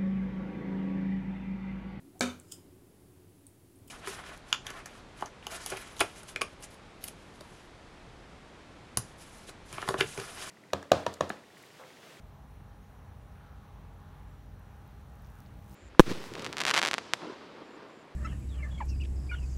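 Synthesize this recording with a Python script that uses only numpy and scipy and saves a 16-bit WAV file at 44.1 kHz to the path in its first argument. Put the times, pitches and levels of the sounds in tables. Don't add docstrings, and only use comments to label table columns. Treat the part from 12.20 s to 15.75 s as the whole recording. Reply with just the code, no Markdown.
import sys
import numpy as np
from scipy import signal
from scipy.fft import rfft, irfft
from scipy.io import wavfile

SR = 44100
rng = np.random.default_rng(int(sys.argv[2]) if len(sys.argv) > 2 else 0)


def file_out(sig):
    cols = np.atleast_2d(sig).T
    lim = np.clip(cols, -1, 1)
    pcm = np.round(lim * 32767).astype(np.int16)
    wavfile.write(sys.argv[1], SR, pcm)


def convert_level_to_amplitude(level_db):
    exponent = np.asarray(level_db, float) / 20
    return 10 ** exponent


N = 156555
TOP_HZ = 15740
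SHAFT_HZ, MAINS_BUZZ_HZ = 51.105, 100.08


def in_time(rows):
    s, *columns = np.transpose(rows)
    return [np.interp(np.arange(N) / SR, s, column) for column in columns]


def rms_one(x):
    return x / np.sqrt(np.mean(x ** 2) + 1e-20)


def drift(rate):
    pole = np.exp(-80 * np.pi * rate / SR)
    noise = rng.standard_normal(N // 40 + 4002)
    slow = signal.lfilter([1], [1, -2 * pole, pole ** 2], noise)[4000:]
    return np.interp(np.arange(N) / 40, np.arange(len(slow)), rms_one(slow - slow.mean()))


def colour(x, spectrum):
    hz = np.fft.rfftfreq(N, 1 / SR) + 1
    at_hz, db = np.transpose(spectrum)
    gain = convert_level_to_amplitude(np.interp(np.log(hz), np.log(at_hz), db, left=-200))
    return irfft(rfft(x) * gain * (hz < TOP_HZ), N)


def patchy_noise(spectrum, patchy_db, rate):
    whole = rfft(colour(rng.standard_normal(N), spectrum))
    hz = np.fft.rfftfreq(N, 1 / SR)
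    edges = np.geomspace(spectrum[0][0], spectrum[-1][0], 7)
    out = 0
    for low, high in zip(edges, edges[1:]):
        band = irfft(whole * ((hz >= low) & (hz < high)), N)
        out = out + convert_level_to_amplitude(patchy_db * drift(rate)) * band
    return rms_one(out)


def tone(hz, width_hz, wander_db):
    turns = np.cumsum(hz + width_hz * drift(2.93)) / SR + rng.random()
    return np.sqrt(2) * np.sin(2 * np.pi * turns) * convert_level_to_amplitude(wander_db * drift(2.8))


# time_s, beats
WING_BEATS = [(0, 0), (2.3955, 135), (2.677, 151), (2.9552, 167), (3.005, 170), (3.1024, 176), (3.204, 182),
              (3.269, 186), (3.3055, 188), (3.371, 192), (3.406, 194), (3.480, 198), (3.5588, 203)]
# time_s, rustle_db, throb_db
CLOSENESS = [(0, -98, -76), (1.6, -97, -76), (1.85, -88, -76), (2.2, -93, -76), (2.6, -83, -74),
             (2.75, -84, -72), (2.85, -81, -70), (2.95, -81, -66), (3.06, -74.5, -62), (3.15, -76.5, -61),
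             (3.22, -75.5, -62), (3.3, -78, -58), (3.33, -77, -53), (3.365, -75.5, -50), (3.41, -77, -56),
             (3.465, -75.5, -60), (3.495, -72, -54), (3.52, -69, -50), (3.55, -65, -54)]
# frequency_hz, level_db per Hz
RUSTLE_COLOUR = [(2000, -3), (4000, 1.5), (4900, -4), (6200, 0), (7800, -2.5), (9400, -.5), (10400, -3),
                 (15700, 1)]
# multiple of the beat rate, level_db
THROB_HARMONICS = [(1, 0), (2, -2), (3, -9), (4, -14), (5, -16)]


def wings():
    tick_lead_beats, throb_lag_beats = .05, .16
    tick_s, tick_spread_db, upstroke_db = .0004, 2, -4
    second_wing_s, second_wing_db = .0028, -5
    swish_share = .33
    (beats,) = in_time(WING_BEATS)
    rustle_db, throb_db = in_time(CLOSENESS)

    half = np.floor(2 * (beats + tick_lead_beats)).astype(int)
    strokes = np.arange(half[-1] + 1)
    strength = convert_level_to_amplitude(tick_spread_db * rng.standard_normal(len(strokes)) + upstroke_db * (strokes % 2))
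    reversals = np.diff(half, prepend=0) * strength[half]
    second_wing = np.roll(reversals, int(second_wing_s * SR))
    reversals = reversals + convert_level_to_amplitude(second_wing_db + 3 * drift(40)) * second_wing

    fade = np.exp(-1 / (tick_s * SR))
    ticks = rms_one(signal.lfilter([1], [1, -2 * fade, fade ** 2], reversals))
    swish = convert_level_to_amplitude(1.5 * drift(30))
    gate = np.sqrt((1 - swish_share) * ticks ** 2 + swish_share * swish ** 2)
    rustle = rms_one(colour(gate * rng.standard_normal(N), RUSTLE_COLOUR))

    stroke_phase = 2 * np.pi * (beats - throb_lag_beats)
    throb = sum(convert_level_to_amplitude(db) * np.cos(k * stroke_phase) for k, db in THROB_HARMONICS)
    return convert_level_to_amplitude(rustle_db) * rustle - convert_level_to_amplitude(throb_db) * np.sqrt(2) * throb


# middle_s, peak_db, lowest_hz, highest_hz
PETAL_BRUSHES = [(1.785, -63, 11000, 15500), (1.803, -65, 5000, 10000), (2.26, -64, 11000, 15500),
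                 (2.3955, -58, 11500, 15500), (2.512, -61, 11000, 15500), (2.566, -60, 12000, 15500),
                 (2.585, -65, 11000, 15500), (2.617, -64, 6000, 15500), (2.663, -63, 13000, 15500),
                 (2.677, -56.5, 12000, 15500), (2.707, -64, 12500, 15500), (2.796, -65, 8500, 13000),
                 (2.813, -65, 9000, 14000), (2.881, -66, 9000, 15000), (2.898, -64, 7500, 11000),
                 (2.941, -63, 11000, 15500), (2.9552, -57, 10500, 15500), (2.998, -63, 3200, 4800),
                 (3.0215, -60, 11500, 15500), (3.047, -56, 3000, 6000), (3.063, -56, 3000, 7000),
                 (3.1024, -59, 9000, 15500), (3.138, -62, 8500, 13000), (3.172, -61, 9000, 15500),
                 (3.189, -59, 8000, 15500), (3.204, -50, 3800, 16200), (3.236, -62, 10000, 15500),
                 (3.262, -55, 3000, 5200), (3.339, -62, 7500, 14500), (3.371, -60, 6000, 15500),
                 (3.406, -61, 8500, 15500), (3.4245, -62, 8000, 15500), (3.443, -62, 5000, 14500),
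                 (3.462, -62, 9000, 15500), (3.4805, -60, 7000, 15500), (3.4875, -59, 5000, 14000),
                 (3.4965, -55, 5500, 15500), (3.5055, -58, 2500, 15500), (3.5115, -58, 6000, 15500),
                 (3.5142, -58, 4000, 13500), (3.5175, -58, 3500, 7000), (3.5207, -56, 9000, 15500),
                 (3.5297, -56, 5500, 12500), (3.533, -59, 4000, 7000), (3.5425, -52, 8000, 15500),
                 (3.545, -52, 6000, 15500)]


def brushes():
    size, lead_s = 1024, .005
    out = np.zeros(N + 2000)
    hz = np.fft.rfftfreq(size, 1 / SR)
    after = np.maximum(np.arange(size) / SR - lead_s, 0)
    for s, db, low_hz, high_hz in PETAL_BRUSHES:
        length_s = .0008 * np.sqrt(8000 / low_hz)
        puff = rng.standard_normal(size) * after * np.exp(-2 * after / length_s)
        low_cut = 1 / (1 + (low_hz / (hz + 1)) ** 6)
        high_cut = (hz < max(TOP_HZ, high_hz)) / (1 + (hz / high_hz) ** 12)
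        puff = irfft(rfft(puff) * low_cut * high_cut)
        i = int((s - length_s / 2 - lead_s) * SR)
        out[i:i + size] += convert_level_to_amplitude(db) * puff / np.abs(puff).max()
    return out[:N]


# time_s, deep_db, light_db, far_db
ENGINE_LOAD = [(0, 1, -5, -8), (.22, -3, -3, -2), (.5, 1, 2, 2), (.7, -7, -2, -2), (.95, -1, -2, 2),
               (1.2, -3, -2, 0), (1.42, -2, -2, 3), (1.62, 7, 0, -4), (1.85, -2, 4, -4), (2.05, 7, 3, 1),
               (2.35, 5, 1, -2), (2.6, -3, -1.5, -1), (2.85, -3, 0, 3), (3.1, -4, -4, 0),
               (3.22, -5, -4, -6), (3.4, -5, 0, -9), (3.55, -3, -2, -9)]
# pitch_hz, level_db rms
DEEP_ENGINE = [(48, -56), (291, -79)]
LIGHT_ENGINE = [(90.2, -57), (134.9, -65), (179.7, -76.5)]
# pitch_hz, level_db rms, width_hz
FAR_DRONES = [(59.2, -60, 2.5), (65, -61, 2.5), (73, -62, 2.5), (122, -63, 2.5)]


def engines():
    deep_db, light_db, far_db = in_time(ENGINE_LOAD)
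    deep = sum(convert_level_to_amplitude(deep_db + db) * tone(hz, .6, 1.0) for hz, db in DEEP_ENGINE)
    light = sum(convert_level_to_amplitude(light_db + db) * tone(hz, .6, 1.0) for hz, db in LIGHT_ENGINE)
    far = sum(convert_level_to_amplitude(far_db + db) * tone(hz, width_hz, 1.5) for hz, db, width_hz in FAR_DRONES)
    return deep + light + far


# multiple of the shaft, level_db rms
SHAFT_ORDERS = [(3, -65.5), (5, -72), (6, -80), (8, -75), (9, -77), (10, -79), (12, -78), (16, -70.5),
                (69, -96), (74, -95), (75, -96), (76, -96), (82, -89)]
# frequency_hz, level_db rms
VALVE_RATTLE = [(1000, -88), (1700, -93), (2300, -94), (3100, -97), (3800, -97), (4400, -104), (5200, -102)]


def compressor():
    fourth_db, fan_db, together_s = -70.5, -68.5, .2
    rattle_spread_db = 2
    hum = sum(convert_level_to_amplitude(db) * tone(k * SHAFT_HZ, .3, 1.0) for k, db in SHAFT_ORDERS)

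    turn = 2 * np.pi * (np.arange(N) / SR - together_s)
    fourth = convert_level_to_amplitude(fourth_db) * np.cos(4 * SHAFT_HZ * turn)
    fan = convert_level_to_amplitude(fan_db) * np.cos(2 * MAINS_BUZZ_HZ * turn)
    pair = np.sqrt(2) * (fourth + fan)

    shaft = turn * SHAFT_HZ + .05 * drift(1.5)
    rattle_hz, rattle_db = np.transpose(VALVE_RATTLE)
    rattle = 0
    for k in range(20, 103):
        db = np.interp(k * SHAFT_HZ, rattle_hz, rattle_db) + 1.0
        db = db + rattle_spread_db * rng.standard_normal()
        rattle = rattle + convert_level_to_amplitude(db) * np.sin(k * shaft + 2 * np.pi * rng.random())
    return hum + pair + rattle


# multiple of the mains buzz, level_db rms
MOTOR_WHINE = [(50, -101), (56, -103), (57, -91), (58, -95), (59, -99.5), (60, -101), (61, -103), (63, -99)]
# time_s, lower_db rms, upper_db rms
WHISTLE_LEVELS = [(0, -99, -100), (.35, -87, -96), (.85, -87, -91), (1.2, -88, -100), (1.45, -96, -90),
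                  (2.5, -95, -90), (2.85, -90, -92), (3.2, -94, -89), (3.55, -96, -94)]
WHISTLE_PITCHES = (9786, 9990.5)


def motor():
    whine = sum(convert_level_to_amplitude(db) * tone(k * MAINS_BUZZ_HZ, 1.5, 1.5) for k, db in MOTOR_WHINE)
    levels = in_time(WHISTLE_LEVELS)
    whistles = sum(convert_level_to_amplitude(db) * tone(hz, 2.5, 2.0) for hz, db in zip(WHISTLE_PITCHES, levels))
    return whine + whistles


# start_s, length_s, level_db rms, pitch_hz
INSECT_NOTES = [(.03, .06, -90, 12205), (.135, .09, -81, 12013), (.312, .12, -80.5, 14444),
                (.35, .2, -90, 9159), (.415, .05, -89, 13600), (.6, .1, -84, 12210), (.615, .09, -81, 6520),
                (.695, .07, -84, 12100), (.69, .08, -91, 9159), (1.77, .05, -88, 12950),
                (2.06, .13, -86, 7510)]


def insects():
    attack_s, fade_db, width_hz = .012, -14, 31
    t, out = np.arange(N) / SR, 0
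    for s, length_s, db, hz in INSECT_NOTES:
        attack = np.clip((t - s) / attack_s, 0, 1)
        fade = fade_db * np.maximum((t - s) / length_s, 0) ** 1.5
        out = out + convert_level_to_amplitude(db + fade) * attack * tone(hz, width_hz, 1.0)
    return out


# middle_s, length_s, level_db rms, centre_hz
PASSING_CARS = [
    (1.29, .3, -66, 1240),
    (1.77, 0.55, -67.5, 1000),
    (0.8, 0.24, -69.5, 1130),
    (2.5, 0.3, -85, 770),
]


def cars():
    half_width_oct = 0.27
    t, out = np.arange(N) / SR, 0
    for s, length_s, db, hz in PASSING_CARS:
        edges_hz = hz * 2 ** (half_width_oct * np.array([-1, 1]))
        band = signal.butter(2, edges_hz, "band", fs=SR, output="sos")
        tyres = rms_one(signal.sosfilt(band, rng.standard_normal(N)))
        out = out + convert_level_to_amplitude(db) * np.exp(-(2 * (t - s) / length_s) ** 2) * tyres
    return out


# time_s, level_db
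TRAFFIC_SWELL = [(0.0, -64), (0.03, -62.5), (1.27, -62), (1.86, -62), (1.89, -61), (1.97, -61.5),
                 (2.3, -63), (3.39, -61), (3.4, -62.5)]
# frequency_hz, level_db per Hz
ROAR_COLOUR = [(300, -16.5), (420, -6.5), (800, -2.5), (1150, -5), (1750, -10.5), (2150, -15.5),
               (3200, -19.5), (4300, -24), (4800, -28.5)]
RUMBLE_COLOUR = [(30, -17), (38, 2), (84, -3.5), (150, -8), (225, -15), (300, -20.5), (360, -21.5),
                 (450, -30.5)]


def traffic():
    (roar_db,) = in_time(TRAFFIC_SWELL)
    roar = convert_level_to_amplitude(roar_db) * patchy_noise(ROAR_COLOUR, patchy_db=1.13, rate=4.3)
    rumble = convert_level_to_amplitude(-54) * patchy_noise(RUMBLE_COLOUR, patchy_db=1.0, rate=4.5)
    return roar + rumble


# frequency_hz, level_db per Hz
HISS_COLOUR = [(4300, -29), (4800, -1.5), (5920, 1.5), (7840, -4), (9440, -1.5), (10300, -6), (11500, -2.5),
               (15740, -1.5)]


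def hiss():
    return convert_level_to_amplitude(-77) * patchy_noise(HISS_COLOUR, patchy_db=1.07, rate=13.0)


def scene():
    moth = wings() + brushes()
    machines = engines() + compressor() + motor()
    background = insects() + cars() + traffic() + hiss()
    return (moth + machines + background)[None]


def band_limit(x):
    return signal.sosfilt(signal.butter(12, 16350, fs=SR, output="sos"), x)


def record(dry):
    bass_cut = signal.butter(3, 37.1, "high", fs=SR, output="sos")
    mix = signal.sosfiltfilt(bass_cut, dry)
    return band_limit(mix)


dry = scene()
out = record(dry)
file_out(out)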